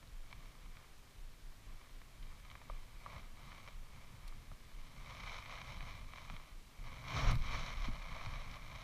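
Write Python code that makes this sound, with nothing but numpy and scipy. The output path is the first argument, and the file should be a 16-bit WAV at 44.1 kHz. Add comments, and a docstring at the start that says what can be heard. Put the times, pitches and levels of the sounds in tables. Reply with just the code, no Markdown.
"""A quiet lake shore: an angler winds in, opens the reel, swings back and casts, heard from a sealed case
on the chest. Sleeves and straps rub it: hiss, puffs and snaps that make its walls ring as damped modes.
Fast sleeves add a swish of coloured noise; knocks ring the walls, thin clicks and dull bumps stand apart.
The harness shuffles and sways as low noise, strongest around the cast. The wearer's heart thuds
underneath as sinking low tones, over the steady hiss of the recorder."""
import sys
import numpy as np
from scipy import signal
from scipy.fft import rfft, irfft, next_fast_len
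from scipy.io import wavfile
from scipy.ndimage import uniform_filter1d

SR = 44100
rng = np.random.default_rng(int(sys.argv[2]) if len(sys.argv) > 2 else 0)


def persist_wave(psi):
    """Save psi, clipped to +-1, as 16-bit WAV."""
    counts = np.round(np.clip(psi, -1, 1) * 32767).astype(np.int16)
    wavfile.write(sys.argv[1], SR, np.atleast_2d(counts).T)


def volts_from_db(level):
    """Convert decibel levels to linear amplitude ratios."""
    exponent = np.asarray(level, float) / 20
    return 10 ** exponent


N = 389403  # length in samples

FAST_DB = -42  # cloth level of a fast arm movement, the reference for swish and shuffle


def evened(x):
    """Brings a signal to an rms of 1."""
    return x / np.sqrt(np.mean(x ** 2) + 1e-20)


def add(mix, s, sound):
    """Lays a sound into the mix from s seconds on, cut off at the end."""
    part = mix[round(s * SR):][:len(sound)]
    part += sound[:len(part)]


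def coloured(x, points):
    """Filters x by a table of (f/Hz, level/dB), joined along a log frequency axis."""
    size = next_fast_len(len(x))
    f, db = np.transpose(points)
    hz = np.fft.rfftfreq(size, 1 / SR)
    gain_db = np.interp(np.log(hz + 1), np.log(f + 1), db)
    return irfft(rfft(x, size) * volts_from_db(gain_db), size)[:len(x)]


def ring(x, hz, width):
    """One damped mode with steep flanks, from a doubled pole; gain 1 at its centre."""
    r = np.exp(-np.pi * width / SR)
    pole = [1, -r * np.exp(2j * np.pi * hz / SR)]
    return 2 * signal.lfilter([(1 - r) ** 2], np.convolve(pole, pole), x).imag


def walls(drive, favour_db):
    """The case answers a force with all its modes; favour_db weights a mode by its octave above 1 kHz."""
    # ringing modes of the case walls: (f/Hz, width/Hz, level/dB)
    modes = [(515.5, 146, -5.5), (656, 227, -3), (1020, 386, 1.5), (1202, 380, 2), (1683, 330, -7),
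             (2043, 310, -2), (2303, 343, 2), (3117, 440, -5), (3515, 204, -9.5), (3837, 386, -6),
             (4390, 630, -12), (5300, 510, -13.5), (6020, 940, -16.5), (6800, 720, -24), (7700, 900, -30.5),
             (10500, 880, -31), (12700, 2000, -36)]
    out = 0
    for k, (hz, width, db) in enumerate(modes):
        sign = (-1) ** k  # neighbouring modes in opposite polarity
        force = drive * volts_from_db(db + favour_db(np.log2(hz / 1000)))
        out = out + sign * ring(force, hz, width)
    return out


def swells(s, rise, fall, db):
    """Power over time of each movement, every 64 samples: up to its peak and away again."""
    s, rise, fall, db = (np.asarray(v)[:, None] for v in (s, rise, fall, db))
    lag = np.arange(0, N + 64, 64) / SR - s
    ends_db, squareness = -9, 1.48  # level one rise or fall from the peak; flatness of the top
    return volts_from_db(db + ends_db * abs(lag / np.where(lag < 0, rise, fall)) ** squareness) ** 2


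def every_sample(x):
    """Joins values 64 samples apart by straight lines."""
    return np.interp(np.arange(N), np.arange(len(x)) * 64, x)


def movement():
    """Level and brightness of the cloth: the strokes add up in power over the resting level."""
    # arm movements that drag cloth over the case, brightness as a tilt:
    # (peak t/s, rise/s, fall/s, peak level/dB, brightness/dB per octave)
    strokes = [(0.42, 0.23, 0.33, -67, -0.5), (0.78, .1, 0.14, -68.5, -1.5), (1.2, .2, .12, -75, 4),
               (1.74, .2, .3, -69, -1), (2.33, 0.19, .07, -66, 0), (2.51, 0.14, 0.11, -65, -0.5),
               (2.72, 0.13, 0.21, -64.5, 0), (3.13, 0.13, 0.12, -57, -1.5), (3.52, 0.17, 0.14, -59, 0),
               (3.68, 0.051, 0.082, -63.5, -0.5), (3.97, 0.17, 0.51, -66, -1),
               (4.27, 0.067, 0.026, -65.5, 0), (4.4, 0.06, 0.092, -71, 1), (4.87, 0.32, 0.09, -65.5, 1),
               (5.1, 0.16, 0.23, -57, 0), (5.34, 0.22, 0.11, -50.5, 0.5), (5.52, 0.075, .13, -51, 0),
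               (5.73, 0.13, .06, -53.5, 0), (5.87, 0.1, 0.14, -53.5, 0), (6.17, 0.11, 0.18, -58.5, 0.5),
               (6.33, 0.15, 0.19, -60.5, 0), (6.9, 0.13, 0.45, -58, -0.5), (7.189, 0.11, 0.094, -42, -0.5),
               (7.298, 0.08, 0.041, -41, -2.5), (7.45, 0.05, 0.066, -50, .5),
               (7.55, 0.093, 0.13, -45.5, 0.5), (7.71, 0.15, 0.034, -48, 0.5),
               (7.849, 0.072, 0.039, -47.5, 1), (7.96, 0.13, 0.12, -54.5, -.5),
               (8.12, 0.11, 0.16, -54.5, -1.5), (8.33, 0.29, 0.18, -52.5, -0.5),
               (8.54, 0.074, 0.062, -54, -0.5), (8.82, 0.26, .1, -55, 0)]
    still_db = -75
    s, rise, fall, db, bright = np.transpose(strokes)
    power = swells(s, rise, fall, db)
    total = power.sum(0) + volts_from_db(still_db) ** 2
    return every_sample(10 * np.log10(total)), every_sample(bright @ power / total)


def nudges(rows, under_db):
    """Short even swells added in power to a running level."""
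    s, half, db = np.transpose(rows)
    power = every_sample(swells(s, half, half, db).sum(0))
    return 10 * np.log10(power + volts_from_db(under_db) ** 2)


def rub(catches_per_s=200, catch_s=0.0077, catch_db=-2, snaps_per_s=220, spread_db=4.0, snap_db=-3,
        smooth_above_db=-44):
    """Fibres slide with a hiss, catch in short puffs and snap free; fast sliding evens this out."""
    level_db, brightness = movement()
    catches = 1. * (rng.random(N) < catches_per_s / SR)
    puffs = signal.lfilter([1], [1, -np.exp(-1 / (catch_s * SR))], catches)
    snap_size = volts_from_db(spread_db * np.minimum(rng.exponential(1, N), 3))
    snaps = snap_size * (rng.random(N) < snaps_per_s / SR)
    grainy = 1 / (1 + volts_from_db(level_db - smooth_above_db) ** 2)
    hiss = rng.standard_normal(N) * (1 + grainy * volts_from_db(catch_db) * evened(puffs))
    hiss /= np.sqrt(uniform_filter1d(hiss ** 2, SR // 4))  # steady over a quarter second
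    force = hiss + grainy * volts_from_db(snap_db) * evened(snaps)
    scale = np.sqrt(np.mean(walls(force, lambda octave: 0) ** 2))
    tilt = np.clip(brightness, -3, 3)  # dB per octave, pivoting at 2 kHz
    return walls(force * volts_from_db(level_db), lambda octave: tilt * (octave - 1)) / scale


def swish():
    """Sleeves sweeping past fast give a fuller, smoother rush than the slow rubbing."""
    # spectrum of the rush: (f/Hz, level per Hz/dB)
    swish_tone = [(250, -24), (400, 0), (700, -4), (1400, 0), (2700, -8.5), (4300, -6.5), (4900, -18.5),
                  (5500, -5.5), (6800, -17), (7300, -25), (12000, -45), (15000, -40)]
    # -47.5 dB at the fast level, growing 2 dB per dB of cloth level
    level_db = -47.5 + 2 * (movement()[0] - FAST_DB)
    return volts_from_db(level_db) * evened(coloured(rng.standard_normal(N), swish_tone))


def knocks(grit_s=0.0056, small_count=260, small_over_cloth_db=2.5, small_spread_db=6.5):
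    """Each knock is a push and a little grit; where it lands decides which modes ring."""
    # single knocks on the case: (peak t/s, peak level/dB, favoured octave above 1 kHz, spread/octaves)
    single_knocks = [(0.0287, -51, 0, 1.5), (0.0755, -56, 2.1, 0.3), (0.3134, -50, 0.4, 3),
                     (0.3286, -40, 1.3, 1.4), (0.4059, -52, 1.1, 1.5), (0.4276, -55, 0.7, 0.3),
                     (0.6619, -53, 0.4, 2), (0.7704, -45, 1.3, 2), (1.8145, -50, 0.6, 1.3),
                     (2.0171, -48, -0.6, 3), (2.2294, -51, 1.8, 0.6), (2.4508, -50, 1.0, 2),
                     (2.5018, -45, 1.6, 0.9), (2.515, -44, 1.4, 1.3), (2.5541, -40, 0.4, 0.9),
                     (2.6165, -46, 0.2, 1.3), (2.6992, -38, -0.6, 1.1), (3.0625, -36, 0, 0.9),
                     (3.1461, -46, -0.8, 2), (3.1653, -48, 0.6, 3), (3.5197, -43, 0.8, 0.9),
                     (3.5289, -46, 0.4, 2), (3.6775, -43, 1.2, 3), (3.6861, -44, 0, 3),
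                     (4.3247, -48, 0.4, 0.9), (4.5164, -47, -0.8, 1.4), (5.2755, -39, 1.2, 1.3),
                     (5.3449, -41, 1.4, 1), (5.4598, -42, 1.0, 1.3), (5.577, -41, 1.2, .9),
                     (5.6165, -39, 1.4, 2), (5.8082, -38.5, 1.2, 0.9), (6.1365, -40.5, 0.6, 1.3),
                     (6.1595, -46, 0.8, 3), (6.1837, -42, 0.2, 2), (6.3, -39, 0.6, 1.3),
                     (6.366, -42, 1.0, 1.3), (7.3564, -43, 1.4, 0.9), (7.4222, -46, 2.0, 0.9),
                     (8.2143, -38, 0.6, 0.9), (8.2621, -37, 0.4, 1.3)]
    t = np.arange(300) / SR
    # scattered ticks, a little louder than the cloth and rising with it
    when, size, place, width = rng.random((small_count, 4)).T
    at = .02 + when * (N / SR - .1)
    cloth_db = movement()[0][(at * SR).astype(int)]
    small_db = cloth_db + small_over_cloth_db + small_spread_db * size
    rows = single_knocks + list(zip(at, small_db, 2.4 * place, .4 + 1.6 * width))
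    rough = rng.standard_normal((len(rows), len(t)))
    out = np.zeros(N)
    for (s, db, centre, octaves), grain in zip(rows, rough):
        push = t == 0
        grit = volts_from_db(-25) * grain * np.exp(-t / grit_s)
        force = np.pad(push + grit, (0, 1500))  # room to ring out
        tick = walls(force, lambda octave: -6 * ((octave - centre) / octaves) ** 2)
        add(out, s - abs(tick).argmax() / SR, volts_from_db(db) * tick / abs(tick).max())
    return out


def snicks():
    """Thin clicks of wire and line through the air: bright noise bursts that bypass the case's ringing."""
    # clicks, each swelling for half its length: (start t/s, peak level/dB, length/s)
    clicks = [(4.2785, -48.5, 0.0022), (4.2834, -53, 0.002), (7.3114, -40, 0.0022), (7.3155, -41, 0.0022),
              (7.354, -44, 0.0018), (7.3624, -63, 0.002)]
    # spectrum of a click: (f/Hz, level/dB)
    click_tone = [(1000, -20), (3500, 10), (4400, 12), (6000, 4), (8500, -1), (12000, 0), (14000, -7)]
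    t = np.arange(600) / SR
    out = np.zeros(N)
    for (s, db, length), grain in zip(clicks, rng.standard_normal((len(clicks), len(t)))):
        burst = coloured(grain, click_tone) * t / length * np.exp(1 - 2 * t / length)
        add(out, s, volts_from_db(db) * burst / abs(burst).max())
    return out


def bumps():
    """Dull bumps against the harness: a softly starting sine that dies within a few cycles."""
    # bumps, level before onset and decay: (start t/s, level/dB, f/Hz, 60 dB decay/s)
    dull_bumps = [(0.327, -47, 115, 0.059), (2.693, -42, 82, .05), (4.516, -44, 124, 0.057),
                  (7.269, -21, 24.3, 0.26), (7.883, -27.5, 240, 0.033), (8.265, -32.5, 108, 0.082)]
    t = np.arange(6000) / SR
    out = np.zeros(N)
    for s, db, hz, t60 in dull_bumps:
        onset = 1 - np.exp(-t / 0.0042)
        add(out, s, -volts_from_db(db - 60 * t / t60) * np.sin(2 * np.pi * hz * t) * onset)
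    return out


def harness(lump_s=0.059):
    """Low shuffle of the straps, the ring of the mount when shaken hard, and the slow sway."""
    # spectra of shuffle and sway: (f/Hz, level per Hz/dB)
    shuffle_tone = [(35, -6.5), (60, 0), (90, -4.5), (150, -9), (205, -15), (265, -16), (330, -26),
                    (400, -35), (600, -54.5)]
    sway_tone = [(5, -34), (12, 2), (20, -9), (32, -3), (45, -15.5), (65, -22.5), (90, -35), (200, -83)]
    # moments when the low shuffle swells: (peak t/s, half length/s, peak level/dB)
    shuffle_swells = [(0.69, 0.11, -63), (1.7, 0.093, -59), (3.17, 0.078, -55), (3.96, .05, -61),
                      (4.15, 0.044, -58), (4.38, 0.036, -57), (4.52, 0.025, -58), (5.85, 0.31, -57.5),
                      (6.32, 0.032, -52.5), (6.81, 0.047, -60), (6.93, 0.069, -55.5), (7.22, 0.12, -40.5),
                      (7.34, 0.043, -38.5), (7.6, 0.32, -53.5), (7.89, .02, -44), (8.26, 0.061, -55),
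                      (8.51, .05, -51.5)]
    # lurches of the case on the chest, during and after the cast: (peak t/s, half length/s, peak level/dB)
    lurches = [(7.16, 0.027, -52), (7.29, 0.072, -33.5), (7.39, 0.084, -30), (7.55, 0.092, -36),
               (7.77, 0.088, -39.5), (7.9, 0.077, -38.5), (8.2, 0.64, -49)]
    # ring of the case on its straps, level against the shuffle at its strongest:
    # (f/Hz, width/Hz, level/dB, extra level/dB per dB of shuffle)
    mount_ring = (123.1, 51, 0.85, 0.36)
    shuffle, shake, sway, lumps = rng.standard_normal((4, N))
    for _ in range(2):
        lumps = uniform_filter1d(lumps, round(lump_s * SR))
    # the harness follows the arms by 0.49 dB per dB, unevenly by 2 dB rms
    follow_db = -51.5 + 0.49 * (movement()[0] - FAST_DB) + 2 * evened(lumps)
    shuffle_db = nudges(shuffle_swells, follow_db)
    hz, width, db, extra = mount_ring
    mount = volts_from_db(db + extra * (shuffle_db - shuffle_db.max())) * evened(ring(shake, hz, width))
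    straps = volts_from_db(shuffle_db) * (evened(coloured(shuffle, shuffle_tone)) + mount)
    sway_db = nudges(lurches, -58)  # over the sway at rest
    return straps + volts_from_db(sway_db) * evened(coloured(sway, sway_tone))


def heart(start_hz=42, settle_hz=15, glide_s=0.057, first_s=.16, second_s=.12, second_after_s=.24):
    """Each heart sound is a few cycles of the chest wall, sinking in pitch; the second is shorter."""
    # heartbeats: (start t/s, first sound level/dB, second sound level/dB)
    beats = [(0.124, -42, -49), (0.645, -46, -56), (1.181, -44.5, -47), (1.666, -45.5, -50),
             (2.195, -42.5, -52), (2.701, -41.5, -46.5), (3.213, -46, -50.5), (3.732, -44, -53),
             (4.238, -42.5, -47.5), (4.733, -44, -47.5), (5.242, -46.5, -52), (5.769, -43.5, -46.5),
             (6.277, -43.5, -45.5), (6.786, -43.5, -52), (7.301, -47, -41), (7.814, -44, -44.5),
             (8.345, -42, -45)]
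    out = np.zeros(N)
    for s, first_db, second_db in beats:
        for at, db, length in (s, first_db, first_s), (s + second_after_s, second_db, second_s):
            t = np.arange(round(length * SR)) / SR
            pitch = settle_hz + (start_hz - settle_hz) * np.exp(-t / glide_s)
            shape = np.sin(np.pi * (t / length) ** 0.53) ** 0.43
            add(out, at, volts_from_db(db) * shape * np.sin(2 * np.pi * np.cumsum(pitch) / SR))
    return out


def recorder_hiss():
    """Steady noise of the recorder, strongest in the lows."""
    # spectrum of the hiss: (f/Hz, level per Hz/dB)
    hiss_tone = [(59, -20), (100, -7.5), (384, -14), (1100, -17.5), (1860, -17), (2240, -21), (2600, -18.5),
                 (3960, -20), (8440, -26), (13400, -29), (15200, -32.5)]
    return volts_from_db(-65.5) * evened(coloured(rng.standard_normal(N), hiss_tone))


def scene():
    """Sums cloth, knocks, clicks, bumps, harness and heart on one channel."""
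    return (rub() + swish() + knocks() + snicks() + bumps() + harness() + heart())[None]


def low_pass(x):
    """Removes everything above the highest recorded frequency."""
    return signal.sosfilt(signal.butter(12, 15500, fs=SR, output="sos"), x)


def record(dry):
    """The recorder adds its hiss and cuts the band steeply at 15.3 kHz."""
    edge = signal.firwin(1023, 15300, window=("kaiser", 9), fs=SR)
    mix = signal.oaconvolve(dry + recorder_hiss(), edge[None], "same")
    return low_pass(mix)


dry = scene()
out = record(dry)
persist_wave(out)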